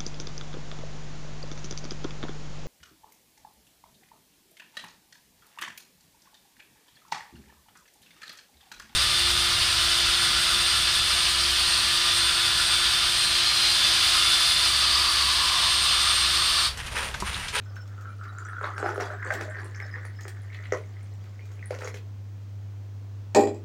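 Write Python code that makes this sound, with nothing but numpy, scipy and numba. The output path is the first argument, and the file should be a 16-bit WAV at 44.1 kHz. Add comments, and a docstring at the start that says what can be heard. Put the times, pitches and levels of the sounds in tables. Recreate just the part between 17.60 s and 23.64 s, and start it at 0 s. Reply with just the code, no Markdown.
"""Coffee poured from pan to mug

Coffee runs from a steel saucepan into a glass mug in a tiled kitchen with a mains hum.
The stream trickles, gulps and spits: ringing bubbles and liquid taps drive the air above the coffee,
whose resonance mostly climbs as the mug fills. Noise bursts make splashes, spatter and wet grounds.
After the last drops the pan is set down on the stove: struck modes and noise bursts make the clatter."""
import sys
import numpy as np
from scipy import signal
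from scipy.io import wavfile
from scipy.ndimage import uniform_filter1d
from numba import njit

SR = 44100
rng = np.random.default_rng(int(sys.argv[2]) if len(sys.argv) > 2 else 0)


def unload_audio(sound):
    """Save the sound as a 16-bit wav file, at the path given as the first command line argument."""
    columns = np.transpose(np.atleast_2d(sound))
    # keep every value between -1 and 1, then stretch to whole-number steps
    steps = np.round(np.clip(columns, -1, 1) * 32767)
    wavfile.write(sys.argv[1], SR, steps.astype(np.int16))


N = 266364
TIME = np.arange(N) / SR
CUTOFF_HZ = 15950
FULL_FLOW_DB = -40  # reference flow for the levels and rates that follow the stream
POUR_END_S, POUR_FADE_S = 4.415, 0.27

# force of the stream, fading as the pan sinks to the rim and empties: t/s, relative level/dB
FLOW = [(0, -52.5), (.2, -58), (.25, -58), (.42, -48), (.52, -44), (.56, -61), (.6, -42.5), (.71, -41),
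        (.74, -42.5), (.8, -40.5), (1.0, -38.5), (1.13, -37), (1.27, -37), (1.55, -42), (1.7, -39),
        (1.86, -39.5), (2.1, -51), (2.35, -45), (2.55, -56.5), (3.05, -50), (3.3, -62.5), (4.3, -61.5)]
# surges, when lumps of grounds slide over the lip:
# start t/s, length/s, churning level/dB, gurgle level/dB, spray level/dB
SURGES = [(1.013, 0.062, -45, -38, -66), (1.166, 0.051, -43, -47, -73), (1.226, 0.089, -37.5, -43, -66),
          (1.391, 0.05, -40, -38.5, -53), (1.498, 0.039, -52, -49, -80), (1.64, 0.13, -44.5, -47, -61.5),
          (1.794, 0.03, -41, -46.5, -54.5), (1.945, 0.11, -54, -50, -67), (2.198, .04, -53.5, -57, -68),
          (2.33, 0.044, -54.5, -51.5, -91), (2.916, 0.15, -84, -72, -76.5), (4.106, 0.024, -59, -45.5, -64),
          (4.195, 0.06, -47, -43, -62)]
# drops and blobs in the stream: t/s, tap f/Hz, relative tap level/dB, bubble flurry level/dB (relative)
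DROPS = [(0.166, 1490, -33, -41), (.38, 1360, -56, -46), (.47, 1320, -43, -49), (.612, 1360, -41, -46),
         (0.786, 1425, -26, -36.5), (.855, 1420, -33, -42), (.886, 1700, -28, -42), (0.967, 1410, -27, -56),
         (.983, 1425, -28.5, -58), (1.044, 2000, -27, -60), (1.085, 1230, -27, -54),
         (1.502, 1460, -25.5, -47), (1.627, 1880, -23, -33), (1.665, 1700, -32, -54),
         (1.7045, 1562, -13, -59), (1.7075, 2020, -17.5, -57), (1.948, 1810, -28.5, -34.5),
         (1.987, 1477, -30.5, -32.5), (2.147, 2050, -32.5, -39), (2.202, 1915, -28, -34),
         (2.223, 1450, -36, -45), (2.340, 1810, -25, -42), (2.358, 1850, -28, -59), (2.378, 1880, -36, -65),
         (2.589, 1720, -34.5, -43), (2.68, 1740, -33, -71), (2.902, 2200, -40, -57),
         (2.931, 2200, -37, -68.5), (2.947, 1930, -33, -62), (2.989, 1924, -30.5, -74),
         (3.037, 2110, -36, -72), (3.056, 2030, -31, -70.5), (3.106, 1950, -43, -62),
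         (3.1235, 1930, -21.5, -65), (3.177, 2040, -41, -72), (3.237, 2100, -41, -77),
         (3.368, 2000, -41, -52), (3.409, 2120, -43, -72), (3.793, 2090, -37, -72.5),
         (3.993, 2470, -40, -67), (4.027, 1950, -29, -53), (4.209, 1670, -34.5, -58),
         (4.274, 2040, -27.5, -66), (4.304, 1970, -36, -64), (4.344, 1940, -32, -70)]
# colour of the spray: f/Hz, relative level/dB
SPRAY = [(2500, 10.5), (4000, 5), (6000, 6.5), (7500, 12.5), (9000, -34), (12000, -8), (15500, -1)]
# the pan meets the burner grate and rocks: t/s, relative steel level/dB, relative stove body level/dB
CONTACTS = [(5.748, 1, -8.5), (5.7520, -10, -8), (5.7598, -15, 1), (5.7692, -43, -7.5), (5.7775, -29, -4),
            (5.7840, -37, -7.5), (5.7926, -14, -5), (5.8080, -12, -22), (5.836, -16, -15),
            (5.872, -18, -12.5), (5.945, -31, -24)]


def from_db(db):
    """Decibels to gain."""
    return 10 ** (np.asarray(db) / 20)


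def rms_one(x):
    """Scale to unit power."""
    return x / np.sqrt(np.mean(x ** 2) + 1e-20)


def in_time(rows):
    """Each column of a curve at every sample."""
    s, *columns = np.transpose(rows)
    return [np.interp(TIME, s, c) for c in columns]


def at_hz(points, hz):
    """Read a table on a log-frequency axis."""
    table_hz, values = np.array(points).T
    return np.interp(np.log(hz), np.log(table_hz), values)


def add(out, s, sound):
    """Mix a short sound in at time s."""
    i = round(s * SR)
    out[i:i + len(sound)] += sound[:N - i]


def clicks(times, db):
    """One impulse per event."""
    out = np.zeros(N)
    out[np.round(np.asarray(times) * SR).astype(int)] = from_db(db)
    return out


def high_pass(x, hz, order):
    """Thin the bass, since small sources radiate little of it."""
    return signal.sosfilt(signal.butter(order, hz, "high", fs=SR, output="sos"), x + 1e-18)


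def low_pass(x, hz, order):
    """Take off the treble."""
    return signal.sosfilt(signal.butter(order, hz, "low", fs=SR, output="sos"), x + 1e-18)


def band_pass(x, low_hz, high_hz):
    """Keep one band."""
    return signal.sosfilt(signal.butter(2, [low_hz, high_hz], "band", fs=SR, output="sos"), x)


def wander(cutoff_hz):
    """Slow random motion, spread 1: noise with everything quicker than the cutoff rolled off."""
    return rms_one(low_pass(rng.standard_normal(N + SR), cutoff_hz, order=2)[SR:])


def noise_bands(size):
    """White noise in third-octave bands, as (centre Hz, band)."""
    edges = np.geomspace(22, 17500, 30)
    bands = []
    for low, high in zip(edges, edges[1:]):
        noise = rng.standard_normal(size + 4000)
        bands.append((np.sqrt(low * high), band_pass(noise, low, high)[4000:]))  # skip the filter's onset
    return bands


def coloured(spectrum):
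    """Steady noise of a given colour, rms 1."""
    return rms_one(sum(from_db(at_hz(spectrum, hz)) * band for hz, band in noise_bands(N)))


def bursts(times, db, t60):
    """An envelope that jumps at each event and dies away by 60 dB in t60 seconds."""
    return signal.lfilter([1], [1, -from_db(-60 / (t60 * SR))], clicks(times, db) + 1e-18)


def evened(x, window_s):
    """Hold the slow level near 1 while the grain stays."""
    power = np.abs(uniform_filter1d(x * x, int(window_s * SR)))
    return x / np.sqrt(power + 1e-3 * np.mean(x * x))


def ring(force, hz, t60):
    """A damped resonance: a unit click sets a sine of height 1 ringing."""
    r, w = from_db(-60 / (t60 * SR)), 2 * np.pi * hz / SR
    return signal.lfilter([0, np.sin(w)], [1, -2 * r * np.cos(w), r * r], force + 1e-18)


@njit
def swept(x, w, r):
    """A resonance whose angular frequency w and damping r move; a unit click rings at about height 1."""
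    y = np.zeros(len(x))
    for i in range(2, len(x)):
        y[i] = (x[i] - x[i - 2]) / 2 + 2 * r[i] * np.cos(w[i]) * y[i - 1] - r[i] * r[i] * y[i - 2]
    return y


def bubbles(per_s, low_hz, high_hz, cycles, spread_db, colour=None, count=24):
    """Bubbles of random size and pitch, each ringing down 60 dB over some cycles; rms 1."""
    sizes = from_db(spread_db * np.minimum(rng.exponential(1, N), 3)) * rng.choice([-1, 1], N)
    born = sizes * (rng.random(N) < per_s / SR)
    dealt = rng.integers(0, count, N)  # which pitch each bubble gets
    out = np.zeros(N)
    for k, hz in enumerate(np.geomspace(low_hz, min(high_hz, SR * .45), count)):
        gain = from_db(at_hz(colour, hz)) if colour else 1
        out += ring(born * (dealt == k), hz, cycles / hz) * gain
    return rms_one(out)


def ping(hz, cycles, rise):
    """A tiny bubble swells for some cycles, rings and fades, creeping up in pitch; envelope peak 1."""
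    t = TIME[:SR // 40]
    age = t * hz / cycles
    return age * np.exp(1 - age) * np.sin(2 * np.pi * hz * t * (1 + rise * age))


def surge_gain(start, length):
    """A surge swells, holds and dies away; height 1."""
    attack_s, release_s = 0.021, 0.026
    swell = np.clip((TIME - start) / attack_s, 0, 1)
    return swell * np.exp(-np.maximum(TIME - start - length, 0) / release_s)


def surging(levels_db):
    """The envelopes of all surges together, each at its own level."""
    return sum(from_db(db) * surge_gain(row[0], row[1]) for row, db in zip(SURGES, levels_db))


def mug_air(x):
    """The quarter-wave resonance of the air left in the mug and an overtone, driven by liquid impacts."""
    # air column above the coffee, broadly more damped as it shortens: t/s, resonance f/Hz, width/Hz
    air_column = [(0, 1380, 172), (.5, 1353, 65), (.97, 1387, 79), (1.1, 1360, 170), (1.4, 1420, 278),
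                  (1.7, 1670, 380), (2.3, 1790, 300), (3.1, 1950, 410), (3.8, 2200, 500), (4.3, 1980, 700)]
    overtone_ratio, overtone_extra_width_hz, overtone_db = 2.6, 900, -29
    slosh_hz, slosh_share = 23, 0.21  # the sloshing surface shifts the pitch by a share of its width
    hz, width_hz = in_time(air_column)
    w = 2 * np.pi * (hz + slosh_share * width_hz * wander(slosh_hz)) / SR
    drive = high_pass(x, hz=900, order=3)
    soft = low_pass(drive, hz=2400, order=7)
    firm = low_pass(drive, hz=6000, order=3)
    fundamental = swept(soft + 1e-18, w, np.exp(-np.pi * width_hz / SR))
    overtone_damping = np.exp(-np.pi * (width_hz + overtone_extra_width_hz) / SR)
    overtone = swept(firm + 1e-18, overtone_ratio * w, overtone_damping)
    return fundamental + from_db(overtone_db) * overtone


def stream():
    """The pour: small bubbles voiced by the mug, bigger ones gurgling and churning in surges, fine spray."""
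    gurgle_wander_hz, gurgle_depth_db, flurry_t60_s = 15.3, 3, 0.12
    # level at full flow, and the share of the flow's swing that each follows
    churn_db, churn_follows = -63.5, 0.24
    spray_db, spray_follows = -71, 0.029
    flow_db, = in_time(FLOW)
    swing_db = flow_db - FULL_FLOW_DB
    drop_s, _, _, flurry_db = np.transpose(DROPS)
    _, _, surge_churn_db, surge_gurgle_db, surge_spray_db = np.transpose(SURGES)

    trickle_gain = from_db(flow_db + gurgle_depth_db * wander(gurgle_wander_hz))
    trickle_gain = trickle_gain + bursts(drop_s, flurry_db, t60=flurry_t60_s)
    churn_gain = from_db(churn_db + churn_follows * swing_db) + surging(surge_churn_db)
    gurgle_gain = surging(surge_gurgle_db)
    spray_gain = from_db(spray_db + spray_follows * swing_db) + surging(surge_spray_db)

    patter = bubbles(per_s=550, low_hz=1106, high_hz=2200, cycles=6.9, spread_db=7.5)
    singing = bubbles(per_s=320, low_hz=1115, high_hz=2110, cycles=34, spread_db=5.5)
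    voiced = rms_one(mug_air(patter + from_db(-0.5) * singing))
    trickle = voiced + from_db(-12.5) * high_pass(singing, hz=1130, order=3)
    churn = bubbles(per_s=300, low_hz=335.5, high_hz=837, cycles=32.0, spread_db=6.5)
    churn = high_pass(churn, hz=270, order=4)
    gurgle = bubbles(per_s=1100, low_hz=926, high_hz=2000, cycles=14.7, spread_db=5.5)
    gurgle = high_pass(gurgle, hz=700, order=2)
    spray = bubbles(per_s=550, low_hz=2800, high_hz=12500, cycles=36, spread_db=5, colour=SPRAY, count=60)
    spray = high_pass(spray, hz=2350, order=4)

    pouring = np.clip((POUR_END_S - TIME) / POUR_FADE_S, 0, 1)
    return pouring * (from_db(-6.0) * trickle_gain * evened(trickle, window_s=0.032)
                      + churn_gain * evened(churn, window_s=0.071)
                      + gurgle_gain * evened(gurgle, window_s=0.027)
                      + spray_gain * evened(spray, window_s=0.084))


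def plops(rise, bubble_gain_db, splash_gain_db):
    """A plunging gulp slaps the surface, traps a bubble that rises in pitch, kicks the air and splashes."""
    # gulps plunging in: t/s, bubble f/Hz, cycles to ring down 60 dB,
    # bubble level/dB, impact level/dB, splash level/dB (all relative)
    gulp_rows = [(1.012, 436, 16, -34.5, -26.5, -74), (1.042, 488, 12, -40, -22.5, -56),
                 (1.180, 437, 13, -39, -26.5, -48.5), (1.2276, 430, 8, -18, -20.5, -68),
                 (1.243, 710, 18, -24, -44, -61), (1.261, 784, 16, -21, -18.5, -48),
                 (1.274, 730, 13, -33, -34, -64), (1.290, 810, 22, -27, -28, -50),
                 (1.308, 438, 13, -37, -41, -60), (1.3588, 396, 16, -34, -25.5, -49),
                 (1.379, 450, 3.8, -14, -28, -64), (1.400, 724, 19, -25, -21.5, -39.5),
                 (1.452, 730, 24, -34.5, -37, -50), (1.505, 595, 33, -34, -37, -57),
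                 (1.535, 721, 36, -37.5, -48, -70), (1.7062, 593, 27, -28, -21, -48),
                 (1.724, 660, 13, -23.5, -45, -46), (1.809, 591, 11.7, -27, -25, -43),
                 (1.880, 617, 61, -36.5, -54, -62), (2.201, 398, 12, -43, -45, -61),
                 (2.451, 450, 17, -46, -32.5, -54.5), (2.6529, 357, 14, -35.5, -31, -61),
                 (3.1224, 470, 8.4, -12, -19, -51), (3.135, 1280, 18, -27, -39, -62),
                 (3.141, 620, 81, -35.5, -34, -58), (3.147, 1060, 25, -29.5, -53, -62),
                 (3.172, 609, 90, -43, -49, -54.5), (4.107, 540, 16, -21, -30.5, -51),
                 (4.141, 516, 16.5, -33, -37, -49.5), (4.188, 505, 14, -35.5, -40, -50.5),
                 (4.2205, 500, 10, -27, -25, -50), (4.234, 1340, 22, -48, -39, -60),
                 (4.248, 466, 24, -33.5, -34, -47.5), (4.274, 452, 28, -33.5, -27, -43),
                 (4.3425, 451, 14, -35.5, -44.5, -44.5), (4.362, 458, 15, -44, -46, -74)]
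    # colour of a splash: f/Hz, relative level/dB
    splash_colour = [(300, -27), (700, -4), (1300, -11), (2000, 16), (2900, 1), (4500, 3), (6300, 5),
                     (7400, -19), (9000, 3.5), (12000, -29), (15500, -15)]
    slap_high_db, slap_low_db, kick_db = -3, 4, 1.5  # relative to the impact
    s, pitch, ring_cycles, bubble_db, impact_db, splash_db = np.transpose(gulp_rows)
    gulps, t = np.zeros(N), TIME[:SR // 10]
    for at, hz, cycles, db in zip(s, pitch, ring_cycles, bubble_db):
        age = t * hz / cycles
        decay = from_db(db + bubble_gain_db - 60 * age)
        add(gulps, at, decay * np.sin(2 * np.pi * hz * t * (1 + rise * age)))
    impacts = clicks(s, impact_db)
    slap = from_db(slap_high_db) * ring(impacts, hz=1360, t60=0.011)
    slap = slap - from_db(slap_low_db) * ring(impacts, hz=660, t60=0.0032)
    air = from_db(kick_db) * mug_air(impacts)
    droplets = rms_one(uniform_filter1d(rng.standard_normal(N), SR // 700))  # a splash lands in many bits
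    splash = droplets * coloured(splash_colour) * bursts(s, splash_db + splash_gain_db, t60=0.062)
    return high_pass(gulps + slap, hz=362, order=6) + air + splash


def drops():
    """Single drops tap the coffee with a very short ring and drive its air column."""
    tap_cycles, tap_db, tap_air_db = 2.12, -4, -11
    times, _, levels_db, _ = np.transpose(DROPS)
    out = mug_air(clicks(times, levels_db + tap_air_db))
    for s, hz, db, _ in DROPS:
        add(out, s, from_db(db + tap_db) * ping(hz, tap_cycles, rise=0.0012))
    return out


def surface_pings():
    """The clearest tiny bubbles sing at the surface."""
    # t/s, f/Hz, relative level/dB
    ping_rows = [(.055, 5200, -51), (.095, 5170, -48), (.158, 6200, -47), (.165, 5350, -44),
                 (.204, 5310, -42), (.495, 2350, -48), (.687, 3840, -45.5), (0.849, 5820, -41),
                 (1.165, 5500, -45), (1.244, 5120, -40), (1.447, 6430, -44), (1.535, 7700, -47),
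                 (1.66, 6100, -43), (1.695, 3450, -53), (1.904, 7500, -43), (2.223, 5180, -38.5),
                 (2.24, 5260, -46), (2.311, 5055, -41.5), (2.328, 4930, -44), (2.563, 5090, -45),
                 (2.581, 5200, -48), (2.62, 5120, -44), (2.635, 4950, -46), (2.948, 4142, -49),
                 (3.816, 2385, -44)]
    out = np.zeros(N)
    for s, hz, db in ping_rows:
        add(out, s, from_db(db - 10) * ping(hz, cycles=22, rise=0.0026))
    return out


def tick(hz):
    """A droplet's tick: a brief cluster of high partials around a centre, the outer ones weaker."""
    spread = 0.084  # step between partials, as a log-frequency ratio
    out = 0
    for k in np.linspace(-2, 2, 5) + rng.uniform(-.4, .4, size=5):
        partial = ping(min(hz * np.exp(spread * k), CUTOFF_HZ), cycles=7.5, rise=0.0011)
        out = out + rng.choice([-1, 1]) * np.exp(-.8 * abs(k)) * partial
    return out


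def glass_ticks():
    """Droplets and bursting bubbles tick against the glass."""
    # t/s, centre f/Hz, relative level/dB
    tick_rows = [(.687, 10200, -48), (0.784, 7050, -29), (.786, 9200, -44), (.85, 7300, -33.5),
                 (.887, 9100, -37), (0.951, 7350, -50), (1.013, 8500, -40), (1.041, 3800, -26),
                 (1.066, 3840, -34), (1.184, 7940, -30), (1.2, 7300, -30), (1.346, 9750, -32),
                 (1.408, 5600, -25), (1.648, 7450, -30.5), (1.737, 7560, -23), (1.9, 8900, -35.5),
                 (2.004, 9800, -42), (2.045, 8830, -30.5), (2.048, 10400, -38), (2.148, 5340, -32.5),
                 (2.16, 6360, -31), (2.453, 9700, -31.5), (2.608, 5700, -38), (2.6334, 6700, -31),
                 (2.6813, 8640, -28), (2.819, 9700, -42), (3.1226, 6180, -18.5), (3.217, 9000, -47.5),
                 (3.237, 8900, -55), (3.43, 8700, -40.5), (4.058, 9610, -27), (4.245, 6230, -21.5)]
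    out = np.zeros(N)
    for s, hz, db in tick_rows:
        add(out, s, from_db(db - 13.5) * tick(hz))
    return out


def fizz():
    """Faint bubble pings at random, more often the harder the flow; surges whip up more and louder ones."""
    rate_at_full_flow, surge_rate = 70, 390  # pings per second
    typical_db, spread_db, surge_gain_db = -64.5, 2.5, 3
    flow_db, = in_time(FLOW)
    churn_db = np.transpose(SURGES)[2]
    surge = np.minimum(surging(churn_db - FULL_FLOW_DB), 1)
    per_s = rate_at_full_flow * from_db(flow_db - FULL_FLOW_DB) + surge_rate * surge
    born = np.flatnonzero((rng.random(N) < per_s / SR) & (TIME < POUR_END_S))
    out = np.zeros(N)
    for i, (pitch, size) in zip(born, rng.random(size=(900, 2))):
        hz = 3300 * 3.2 ** pitch
        db = typical_db + surge_gain_db * surge[i] - spread_db * np.log(size + 0.081)
        add(out, TIME[i], from_db(db) * ping(hz, cycles=10, rise=0.0009))
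    return out


def spatter():
    """Spatter: decaying bursts of spray-coloured noise."""
    # t/s, relative level/dB
    spatter_rows = [(0.157, -45.5), (0.277, -46.5), (.41, -47), (0.636, -46), (1.405, -47), (1.738, -29.5),
                    (2.609, -39.5), (2.68, -34.5), (3.641, -51), (3.855, -49), (3.917, -46), (4.207, -40),
                    (4.371, -44)]
    return from_db(-5.0) * coloured(SPRAY) * bursts(*np.transpose(spatter_rows), t60=0.042)


def grounds():
    """Wet grounds crackle as they slide over the lip: decaying bursts of coloured noise."""
    # t/s, level/dB
    crackle_rows = [(0.02, -57.5), (0.161, -51), (.64, -56), (2.93, -49), (2.946, -44.5), (2.965, -60),
                    (3.039, -49), (3.055, -47.5), (3.106, -54), (3.80, -61), (4.355, -57), (4.37, -45.5)]
    # colour of the crackle: f/Hz, relative level/dB
    crackle_colour = [(1500, -40), (2200, 13), (2700, -2), (4100, -3.5), (5200, -29), (8000, -31)]
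    return coloured(crackle_colour) * bursts(*np.transpose(crackle_rows), t60=0.05)


def struck(modes, times, db, edge_hz, scatter_db, scatter_s):
    """Each contact lands on another spot: modes vary in strength and lag; soft blows miss the high ones."""
    out = np.zeros(N)
    for hz, level_db, t60 in modes:
        lag = scatter_s * rng.random(len(times))
        softness_db = 10 * np.log10(1 + (hz / edge_hz) ** 6)
        strength_db = db + level_db - softness_db + rng.normal(0, 1, len(times)) * scatter_db
        out += ring(clicks(times + lag, strength_db), hz, t60)
    return out


def clatter():
    """The pan's base hits the grate, rocks and settles: steel ring and crack, thud and grate clank."""
    # saucepan, damped by the hand, in families of close modes:
    # f/Hz, full spread/Hz, relative level/dB, t60/s
    pan_families = [(1885, 250, -34, 0.089), (2270, 100, -42, 0.09), (2434, 276, -31, 0.087),
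                    (3280, 700, -40, 0.028), (4000, 760, -42, 0.033), (4930, 800, -38, 0.053),
                    (6420, 1300, -42, 0.033), (7300, 1250, -27.5, 0.034)]
    # crack of steel on steel: f/Hz, relative level/dB
    crack_colour = [(300, 16), (900, 18.5), (1500, -35), (2400, -3), (3200, 3), (5000, 3), (6000, 1),
                    (7400, -3), (8800, -3), (12000, -35), (15500, -37)]
    # the stove's many small, crowded modes merged into a thud: f/Hz, relative level/dB
    thud_colour = [(150, -26), (220, -6), (330, 8.5), (560, 2), (800, -6.5), (1050, -17), (1500, -39),
                   (3000, -69)]
    # clank of the grate's bars: f/Hz, relative level/dB
    grate_colour = [(500, -26), (680, -7), (840, 20), (1000, -3), (1250, -27), (2000, -59)]
    s, steel_db, body_db = np.transpose(CONTACTS)
    pan_modes = [(hz + spread * offset, db, t60) for hz, spread, db, t60 in pan_families
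                 for offset in rng.triangular(-.5, 0, .5, size=24)]
    pan = struck(pan_modes, s, steel_db, edge_hz=10000, scatter_db=4.0, scatter_s=.0008)
    pan = high_pass(from_db(-10.0) * pan, hz=500, order=2)
    crack = high_pass(coloured(crack_colour) * bursts(s, steel_db - 22.0, t60=0.04), hz=265, order=4)
    thud = high_pass(coloured(thud_colour) * bursts(s, body_db - 25, t60=0.14), hz=193, order=4)
    grate = high_pass(coloured(grate_colour) * bursts(s, body_db - 21, t60=0.029), hz=450, order=4)
    return pan + thud + grate + crack


def stove():
    """The stove's sheet metal booms under each contact of the pan, each duller than the last."""
    # sheet-metal modes: f/Hz
    mode_hz = [88, 226, 243, 316, 370, 408, 448, 486, 523, 556, 602, 631, 766, 797, 864, 896, 985, 1075,
               1303]
    # the same modes: relative level/dB, t60/s
    mode_ring = [(-40, .7), (-25, 0.36), (-30, 0.32), (-24.5, 0.33), (-23.5, 0.25), (-19.5, 0.45),
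                 (-21, 0.22), (-18, 0.26), (-35, 0.18), (-22, 0.21), (-18, 0.21), (-22.5, 0.18),
                 (-20.5, 0.2), (-20, 0.27), (-15.5, 0.22), (-24, 0.12), (-23, 0.2), (-25.5, 0.13),
                 (-42, 0.3)]
    # the treble rolls off above an edge that falls from the first blow towards the last
    first_blow_hz, last_blow_hz, settle_s = 1700, 620, 0.02
    s, _, body_db = np.transpose(CONTACTS)
    edge_hz = last_blow_hz + (first_blow_hz - last_blow_hz) * np.exp(-(s - s[0]) / settle_s)
    modes = [(hz, db, t60) for hz, (db, t60) in zip(mode_hz, mode_ring)]
    boom = struck(modes, s, body_db, edge_hz, scatter_db=3.0, scatter_s=0.0014)
    return high_pass(from_db(-6.0) * boom, hz=200, order=3)


def kitchen(first_s, build_s):
    """Echo of the tiled walls: a short gap, then a dense tail whose bass lasts longest; energy 1."""
    # reverberation: f/Hz, t60/s
    room_t60 = [(100, 0.62), (500, 0.25), (2000, 0.23), (7000, 0.2), (15000, 0.29)]
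    t = TIME[:SR // 2]
    tail = sum(band * from_db(-60 * t / at_hz(room_t60, hz)) for hz, band in noise_bands(len(t)))
    near_walls = 1 + 2 * np.exp(-t / 0.018)  # stronger early part
    tail = tail * np.clip((t - first_s) / build_s, 0, 1) * near_walls
    return tail / np.sqrt(np.sum(tail ** 2))


def background():
    """A wavering mains hum, a sine with a little narrow-band noise, over faint room noise."""
    # room noise: f/Hz, relative level per Hz/dB
    room_colour = [(25, -25), (43, -23.5), (58, -27), (100, -8), (130, -21.5), (160, -17), (220, -18.5),
                   (300, -21.5), (1000, -31.5), (4000, -41.5), (7100, -42.5), (8400, -54.5), (13000, -58.5),
                   (15000, -58), (17000, -29)]
    hum_hz, hum_db, waver_db, room_db = 100.2, -38, 0.6, -54
    hum_gain = from_db(hum_db + waver_db * wander(cutoff_hz=1.6))
    tone = np.sqrt(2) * np.sin(2 * np.pi * hum_hz * TIME)  # rms 1
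    rough = rms_one(band_pass(rng.standard_normal(N), 86, 116))
    hum = hum_gain * (tone + from_db(-21.5) * rough)
    return hum + from_db(room_db) * coloured(room_colour)


def scene():
    """Pour and clatter with their echo in the kitchen, over the background."""
    pour_echo_db, stove_echo_db = -3, -8
    pour = stream() + plops(rise=0.021, bubble_gain_db=3.5, splash_gain_db=4.0) + drops()
    pour = pour + surface_pings() + glass_ticks() + fizz() + spatter() + grounds()
    pan, boom = clatter(), stove()
    sent = from_db(pour_echo_db) * pour + pan + from_db(stove_echo_db) * boom
    echo = signal.fftconvolve(sent, kitchen(first_s=0.0038, build_s=0.0072))[:N]
    return (pour + pan + boom + echo + background())[None]


def record(dry):
    """The top is cut steeply above the cutoff."""
    return signal.sosfilt(signal.ellip(10, .2, 80, CUTOFF_HZ, fs=SR, output="sos"), dry)


dry = scene()
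out = record(dry)
unload_audio(out)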